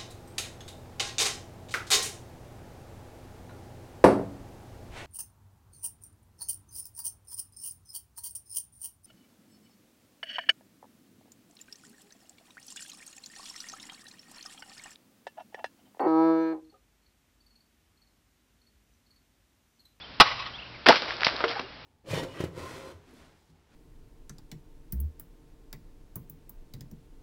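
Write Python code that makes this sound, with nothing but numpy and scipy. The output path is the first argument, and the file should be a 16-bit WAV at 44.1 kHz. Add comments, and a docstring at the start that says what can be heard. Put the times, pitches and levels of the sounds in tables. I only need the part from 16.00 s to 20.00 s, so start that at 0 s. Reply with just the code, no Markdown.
"""A frog floating in a glass tank indoors gives one loud, low bellow: a rattling start of throat resonances,
a clean held note of summed harmonics that booms on the second one in the vocal sac, a sputter and a faint hum
as it lets go, then a small plop of ringing water modes. Faint high squeaks, falling sine tones, come in short
runs, and a few soft thuds ring low modes, over filtered-noise hiss and rumble and a low sine drone."""
import sys
import numpy as np
from scipy import signal
from scipy.fft import rfft, irfft
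from scipy.io import wavfile

SR = 44100
rng = np.random.default_rng(int(sys.argv[2]) if len(sys.argv) > 2 else 0)


def master(y):
    """Save y as 16-bit WAV."""
    cut = np.clip(np.atleast_2d(y).T, -1, 1)
    pcm = np.round(cut * 32767)  # scale
    wavfile.write(sys.argv[1], SR, pcm.astype(np.int16))


N = 176400
TIME = np.arange(N) / SR

# colour of throat and vocal sac: (harmonic number, relative level [dB])
HARMONICS = [(1, -27), (2, -0.5), (3, -11.5), (4, -16.5), (5, -15), (6, -14.5), (7, -22), (8, -13),
             (9, -34), (10, -27), (11, -32.5), (12, -42.5), (13, -39), (14, -37), (15, -43), (16, -54.5),
             (17, -47), (18, -50.5), (19, -56), (20, -53.5), (21, -61.5), (22, -44.5), (23, -54), (24, -53),
             (25, -47), (26, -42.5), (27, -46.5), (28, -51), (29, -42), (30, -56), (31, -57), (32, -62),
             (33, -61), (34, -58.5), (35, -60), (36, -67), (37, -57.5)]
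ATTACK_S = .014   # the note's onset, and both edges of the hum


def from_db(db):
    """Amplitude ratio: 20 dB is a factor of ten."""
    return 10 ** (np.asarray(db) / 20)


def rms_one(x):
    """Normalization to unit mean square."""
    return x / np.sqrt(np.mean(x ** 2) + 1e-20)


def drift(rate_hz):
    """Low-passed white noise: random fluctuation of unit power, weaker above the corner rate."""
    f = np.fft.rfftfreq(N, 1 / SR)
    spectrum = rfft(rng.standard_normal(N)) / (1 + (f / rate_hz) ** 2)
    return rms_one(irfft(spectrum, N))


def noise(spectrum):
    """Spectral shaping: white noise weighted by a curve over log frequency, at unit power."""
    hz, db = np.transpose(spectrum)
    f = np.fft.rfftfreq(N, 1 / SR) + 1e-3
    gain = from_db(np.interp(np.log(f), np.log(hz), db))
    gain = gain * np.minimum(f / hz[0], 1) ** 4   # steep fall below the first point
    return rms_one(irfft(rfft(rng.standard_normal(N)) * gain, N))


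def ramp(start, length):
    """Raised-cosine transition from 0 to 1, smooth at both ends."""
    return np.sin(np.pi / 2 * np.clip((TIME - start) / length, 0, 1)) ** 2


def strike(times, levels, modes, spread_db):
    """Modal synthesis: each impulse excites damped resonators, each with a random strength."""
    out = np.zeros(N)
    for k, (hz, db, t60) in enumerate(modes):
        clicks = np.zeros(N) + 1e-18
        strengths_db = levels + db + spread_db * rng.standard_normal(len(times))
        clicks[(np.abs(times) * SR).astype(int)] = from_db(strengths_db)
        radius = from_db(-60 / (t60 * SR))   # decay per sample
        w = 2 * np.pi * hz / SR
        poles = [1, -2 * radius * np.cos(w), radius * radius]
        ring = signal.lfilter([np.sin(w), -np.sin(w)], poles, clicks) / w
        out += (-1) ** k * ring   # neighbouring modes have opposite sign
    return out


def soften(x, low_hz, high_hz):
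    """Band-pass filtering: attenuation outside two edges."""
    band = signal.butter(4, [low_hz, high_hz], "band", fs=SR, output="sos")
    return signal.sosfilt(band, x)


def room(x, t60):
    """Diffuse reverberation: convolution with exponentially decaying noise of unit energy."""
    t = TIME[:SR // 2]
    tail = rng.standard_normal(len(t)) * from_db(-60 * t / t60) * (t > .004)
    return signal.fftconvolve(x, tail / np.linalg.norm(tail))[:N]


def background():
    """Stationary shaped noise, plus a tone with random phase and amplitude modulation as a wavering drone."""
    # hiss and rumble: (frequency [Hz], relative density [dB per Hz])
    room_tone = [(36, -14.5), (46, -7), (56, -5), (75, -5.5), (93, -6), (122, -12), (172, -13), (237, -9.5),
                 (300, -13.5), (475, -21), (700, -22), (1060, -23.5), (2100, -23.5), (3800, -26.5),
                 (4900, -28.5), (5900, -28), (9800, -31.5), (15000, -33.5)]
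    room_tone_db = -69
    drone_hz, drone_db, drone_waver_db = 49, -73, 2.2
    drone = np.sin(2 * np.pi * drone_hz * TIME + drift(1.7))
    drone = drone * from_db(drone_db + drone_waver_db * drift(3))
    return from_db(room_tone_db) * noise(room_tone) + drone


def rattle():
    """Impulsive excitation of resonances: the larynx beats slowly and unevenly into the throat."""
    # runs of beats: (start [s], end [s], rate [beats per s], first level [dB], last level [dB])
    beat_runs = [(0.0, .048, 150, -25.5, -27.5), (.05, 0.068, 196, -26, -26),
                 (0.525, 0.594, 105, -40.5, -57)]
    # what the beats ring: (frequency [Hz], relative level [dB], t60 [s])
    throat_modes = [(243.1, -7, 0.037), (377, -1.5, .075), (481.3, -7.5, .07), (530, -3.5, 0.063),
                    (778.8, 1.5, .05), (860, -2.5, .055), (1010.5, -5.5, 0.074), (1204, -11.5, 0.035),
                    (1295, -14, .05), (1544, -20.5, 0.11), (1852, -20, 0.043), (2238, -27, .05),
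                    (2600, -31, 0.03)]
    unevenness = .12   # spread of timing as a share of the beat period
    times, levels = [], []
    for start, end, rate, first_db, last_db in beat_runs:
        beats = np.arange(start, end, 1 / rate)
        slips = unevenness / rate * rng.standard_normal(len(beats))
        times.extend(beats + slips)
        levels.extend(np.interp(beats, [start, end], [first_db, last_db]))
    rings = strike(np.array(times), np.array(levels), throat_modes, spread_db=1.0)
    return soften(rings, low_hz=191, high_hz=2800)


def squeaks():
    """Frequency-modulated tones: short, falling and grainy; overtone and scratch grow with level."""
    # squeaks: (time of peak before a short lead [s], level before trim [dB], pitch at the peak before wobble [Hz])
    calls = [(.005, -52.5, 4460), (0.049, -57.5, 4490), (.09, -61.5, 4500), (0.647, -66.5, 4290),
             (.698, -60, 4360), (1.031, -71, 4300), (1.062, -65, 4450), (1.406, -59, 4520),
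             (1.464, -59, 4540), (1.507, -59, 4335), (1.556, -58, 4393), (1.605, -62, 4443),
             (1.973, -64.5, 4300), (2.019, -58.5, 4310), (2.070, -66, 4350), (2.615, -63, 4340),
             (2.668, -60.5, 4350), (2.937, -72, 5950), (3.063, -64, 4340), (3.107, -57.5, 4334),
             (3.160, -59.5, 4390), (3.71, -74, 6000), (3.758, -74, 5920), (3.793, -60.5, 4366),
             (3.802, -56.5, 4230), (3.853, -53, 4095)]
    # colour of the scratch: (frequency [Hz], relative density [dB per Hz])
    scratch_spectrum = [(900, -5), (3000, -1.5), (6500, -2.5), (8400, -1.5), (10000, -6), (11400, 5),
                        (13000, -2), (15000, -6)]
    trim_db, loud_db = -2.5, -53   # at loud_db, before trim, overtone and scratch have their set levels
    rise_s, lead_s, fall_hz_per_s = .0048, .002, 2500
    wobble_hz, crackle_db, grain_db = 84.6, 4, 2.4
    overtone_db, scratch_db = -18, -11
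    room_db, room_t60_s = -2.5, .24
    out = np.zeros(N)
    wobble = wobble_hz * drift(300)
    scratch = rms_one(noise(scratch_spectrum) * from_db(crackle_db * drift(900)))
    for s, db, hz in calls:
        first = max(int((s - lead_s) * SR), 0)
        span = slice(first, first + SR // 10)
        t = TIME[span] - TIME[first]
        pitch = hz + wobble[span] - fall_hz_per_s * (t - rise_s)
        phase = 2 * np.pi * np.cumsum(pitch) / SR
        shape = (t / rise_s * np.exp(1 - t / rise_s)) ** 2
        edge = from_db(overtone_db) * np.sin(2 * phase) + from_db(scratch_db) * scratch[span]
        tone = np.sin(phase) + from_db(db - loud_db) * edge
        out[span] += from_db(db + trim_db) * shape * tone
    out = out * from_db(grain_db * drift(340))
    return out + from_db(room_db) * room(out, room_t60_s)


def bellow():
    """Additive synthesis of a harmonic source in three registers, with air modulated by each cycle."""
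    # held note: (time [s], pitch before sag and jitter [Hz], then levels before trim and release:
    # boom [dB], middle [dB], treble [dB])
    note_track = [(.075, 160.8, -24.5, -31, -49), (.13, 159.7, -22.5, -30, -52),
                  (.19, 161.2, -20.5, -29.5, -49.5), (.25, 162.9, -20.5, -30.5, -46.5),
                  (.3, 162.8, -20.5, -31.5, -47.5), (.35, 162, -23, -35, -49), (.42, 162.5, -25, -40, -48),
                  (.48, 161.7, -27.5, -43.5, -49), (.525, 162.1, -29.5, -46, -53)]
    # narrow high resonance that climbs as the sac tightens: (time [s], frequency [Hz])
    whistle_track = [(.06, 5200), (.2, 5450), (.36, 5700), (.46, 6130)]
    # air rushing with each cycle: (frequency [Hz], relative density [dB per Hz])
    rasp_spectrum = [(150, -12.5), (350, 8.5), (900, 0), (1500, -12), (3000, -27.5), (4500, -21),
                     (7000, -37.5), (8400, -30), (10000, -41), (13000, -24), (15000, -30)]
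    note_on_s, note_off_s, note_middle_s = .055, .526, .3
    sag_hz, sag_s, jitter = 4.8, .011, .0012   # the pitch drops as the pressure goes
    middle_from_hz, treble_from_hz = 720, 1380
    boom_trim_db, middle_trim_db, treble_trim_db = -.32, -.86, .36
    boom_release_db_per_s, upper_release_db_per_s = 284.5, 650.5
    treble_delay_s = .012   # lengthens the treble's attack
    wavers_db = [1.5, 4.6, 2]   # boom, middle, treble
    knee_hz, dulling_db_per_s = 4300, 14   # above the knee the note dulls as it goes on
    whistle_from_hz, whistle_width_hz, whistle_range_db = 4300, 210, 12
    rasp_db = -52.5   # at the boom's peak, before trim and cycle modulation

    s, *columns = np.transpose(note_track)
    pitch, boom, middle, treble = [np.interp(TIME, s, c) for c in columns]
    pitch = (pitch - sag_hz * ramp(note_off_s, sag_s)) * (1 + jitter * drift(50))
    phase = 2 * np.pi * np.cumsum(pitch) / SR
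    after = np.maximum(TIME - note_off_s, 0)
    onset = ramp(note_on_s, ATTACK_S)
    treble_onset = ramp(note_on_s, ATTACK_S + treble_delay_s)
    boom_gain = from_db(boom + boom_trim_db - boom_release_db_per_s * after) * onset
    middle_gain = from_db(middle + middle_trim_db - upper_release_db_per_s * after) * onset
    treble_gain = from_db(treble + treble_trim_db - upper_release_db_per_s * after) * treble_onset
    gains = [boom_gain, middle_gain, treble_gain]

    whistle = np.interp(TIME, *np.transpose(whistle_track))
    multiples, colour = np.transpose(HARMONICS)
    registers = np.digitize(multiples * np.mean(columns[0]), [middle_from_hz, treble_from_hz])
    out = np.zeros(N)
    for k, db, register in zip(multiples, colour, registers):
        share = from_db(db) / np.linalg.norm(from_db(colour[registers == register]))
        swing_db = wavers_db[register] * (1 - share) * drift(5)   # weak harmonics waver most
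        if k * pitch.mean() > knee_hz:
            swing_db = swing_db - dulling_db_per_s * (TIME - note_middle_s)
        if k * pitch.mean() > whistle_from_hz:
            resonance = 1 / (1 + ((k * pitch - whistle) / whistle_width_hz) ** 2)
            swing_db = swing_db + whistle_range_db * (resonance - .5)
        harmonic = np.sin(k * phase + rng.uniform(0, 2 * np.pi))
        out += np.sqrt(2) * share * gains[register] * from_db(swing_db) * harmonic
    air = noise(rasp_spectrum) * (1 + .5 * np.cos(phase))
    return out + from_db(rasp_db - boom.max()) * boom_gain * air


def hum():
    """Harmonic series with a steep spectral slope: the sac sounds once more, weakly, as the larynx closes."""
    # faint hum: (start [s], length [s], pitch [Hz], level before fade and harmonic colour [dB])
    faint_hum = (.618, .095, 158, -53.5)
    dulling_db, fade_db_per_s = 5.5, 118.5   # dulling is per harmonic, counted from the second
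    start, length, hz, db = faint_hum
    shape = ramp(start, ATTACK_S) - ramp(start + length - ATTACK_S, ATTACK_S)
    shape = shape * from_db(db - fade_db_per_s * (TIME - start))
    tone = np.zeros(N)
    for k, level in HARMONICS[:6]:
        tone += 2 * from_db(level - dulling_db * (k - 2)) * np.sin(2 * np.pi * k * hz * TIME)
    return shape * tone


def plops():
    """Damped modes with scaled pitch: water laps as the frog's body swells again, and echoes in the tank."""
    # laps of water: (time [s], strike level [dB], pitch ratio)
    laps = [(.722, -63.5, 0.67), (.728, -59, 0.34), (.74, -56.5, 1.0), (.75, -65, .62)]
    # water modes: (frequency at pitch ratio 1 [Hz], relative level [dB], t60 [s])
    water_modes = [(535, -7, .13), (759, -9, .1), (1215, 1, .12), (1280, -5, .08), (1550, -16, .05)]
    tank_db, tank_t60_s = -14.5, .11
    rings = np.zeros(N)
    for s, db, ratio in laps:
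        modes = [(hz * ratio, level, t60) for hz, level, t60 in water_modes]
        rings += strike(np.array([s]), db, modes, spread_db=5)
    lap = soften(rings, low_hz=281, high_hz=1800)
    return lap + from_db(tank_db) * room(lap, tank_t60_s)


def thuds():
    """Impulse response of low damped modes, band-limited to a few soft, dull thuds."""
    # thuds: (time [s], strike level [dB])
    knocks = [(2.749, -62), (2.89, -67), (2.981, -66)]
    # what they ring: (frequency [Hz], relative level [dB], t60 [s])
    low_modes = [(55.6, 3, .3), (96, -14, 0.094)]
    rings = strike(*np.transpose(knocks), low_modes, spread_db=4)
    return soften(rings, low_hz=30.1, high_hz=180.7)


def scene():
    """Superposition: the frog, direct and reverberant, with squeaks, thuds and room tone."""
    room_t60_s, frog_room_db = .28, -19
    frog = bellow() + hum() + rattle() + plops()
    reflected = from_db(frog_room_db) * room(frog, room_t60_s)
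    return (frog + reflected + squeaks() + thuds() + background())[None]


def record(dry):
    """Linear filtering by the microphone: a narrow partial dip in the treble and a steep low-pass."""
    notch_hz, notch_q, notch_depth = 10406, 26, .41   # depth is the share of amplitude removed
    peak = signal.lfilter(*signal.iirpeak(notch_hz, notch_q, fs=SR), dry)
    coloured = dry - notch_depth * peak
    low_pass = signal.ellip(10, .1, 80, 15200, fs=SR, output="sos")   # ripple dB, stop dB, cutoff Hz
    return signal.sosfilt(low_pass, coloured)


dry = scene()
out = record(dry)
master(out)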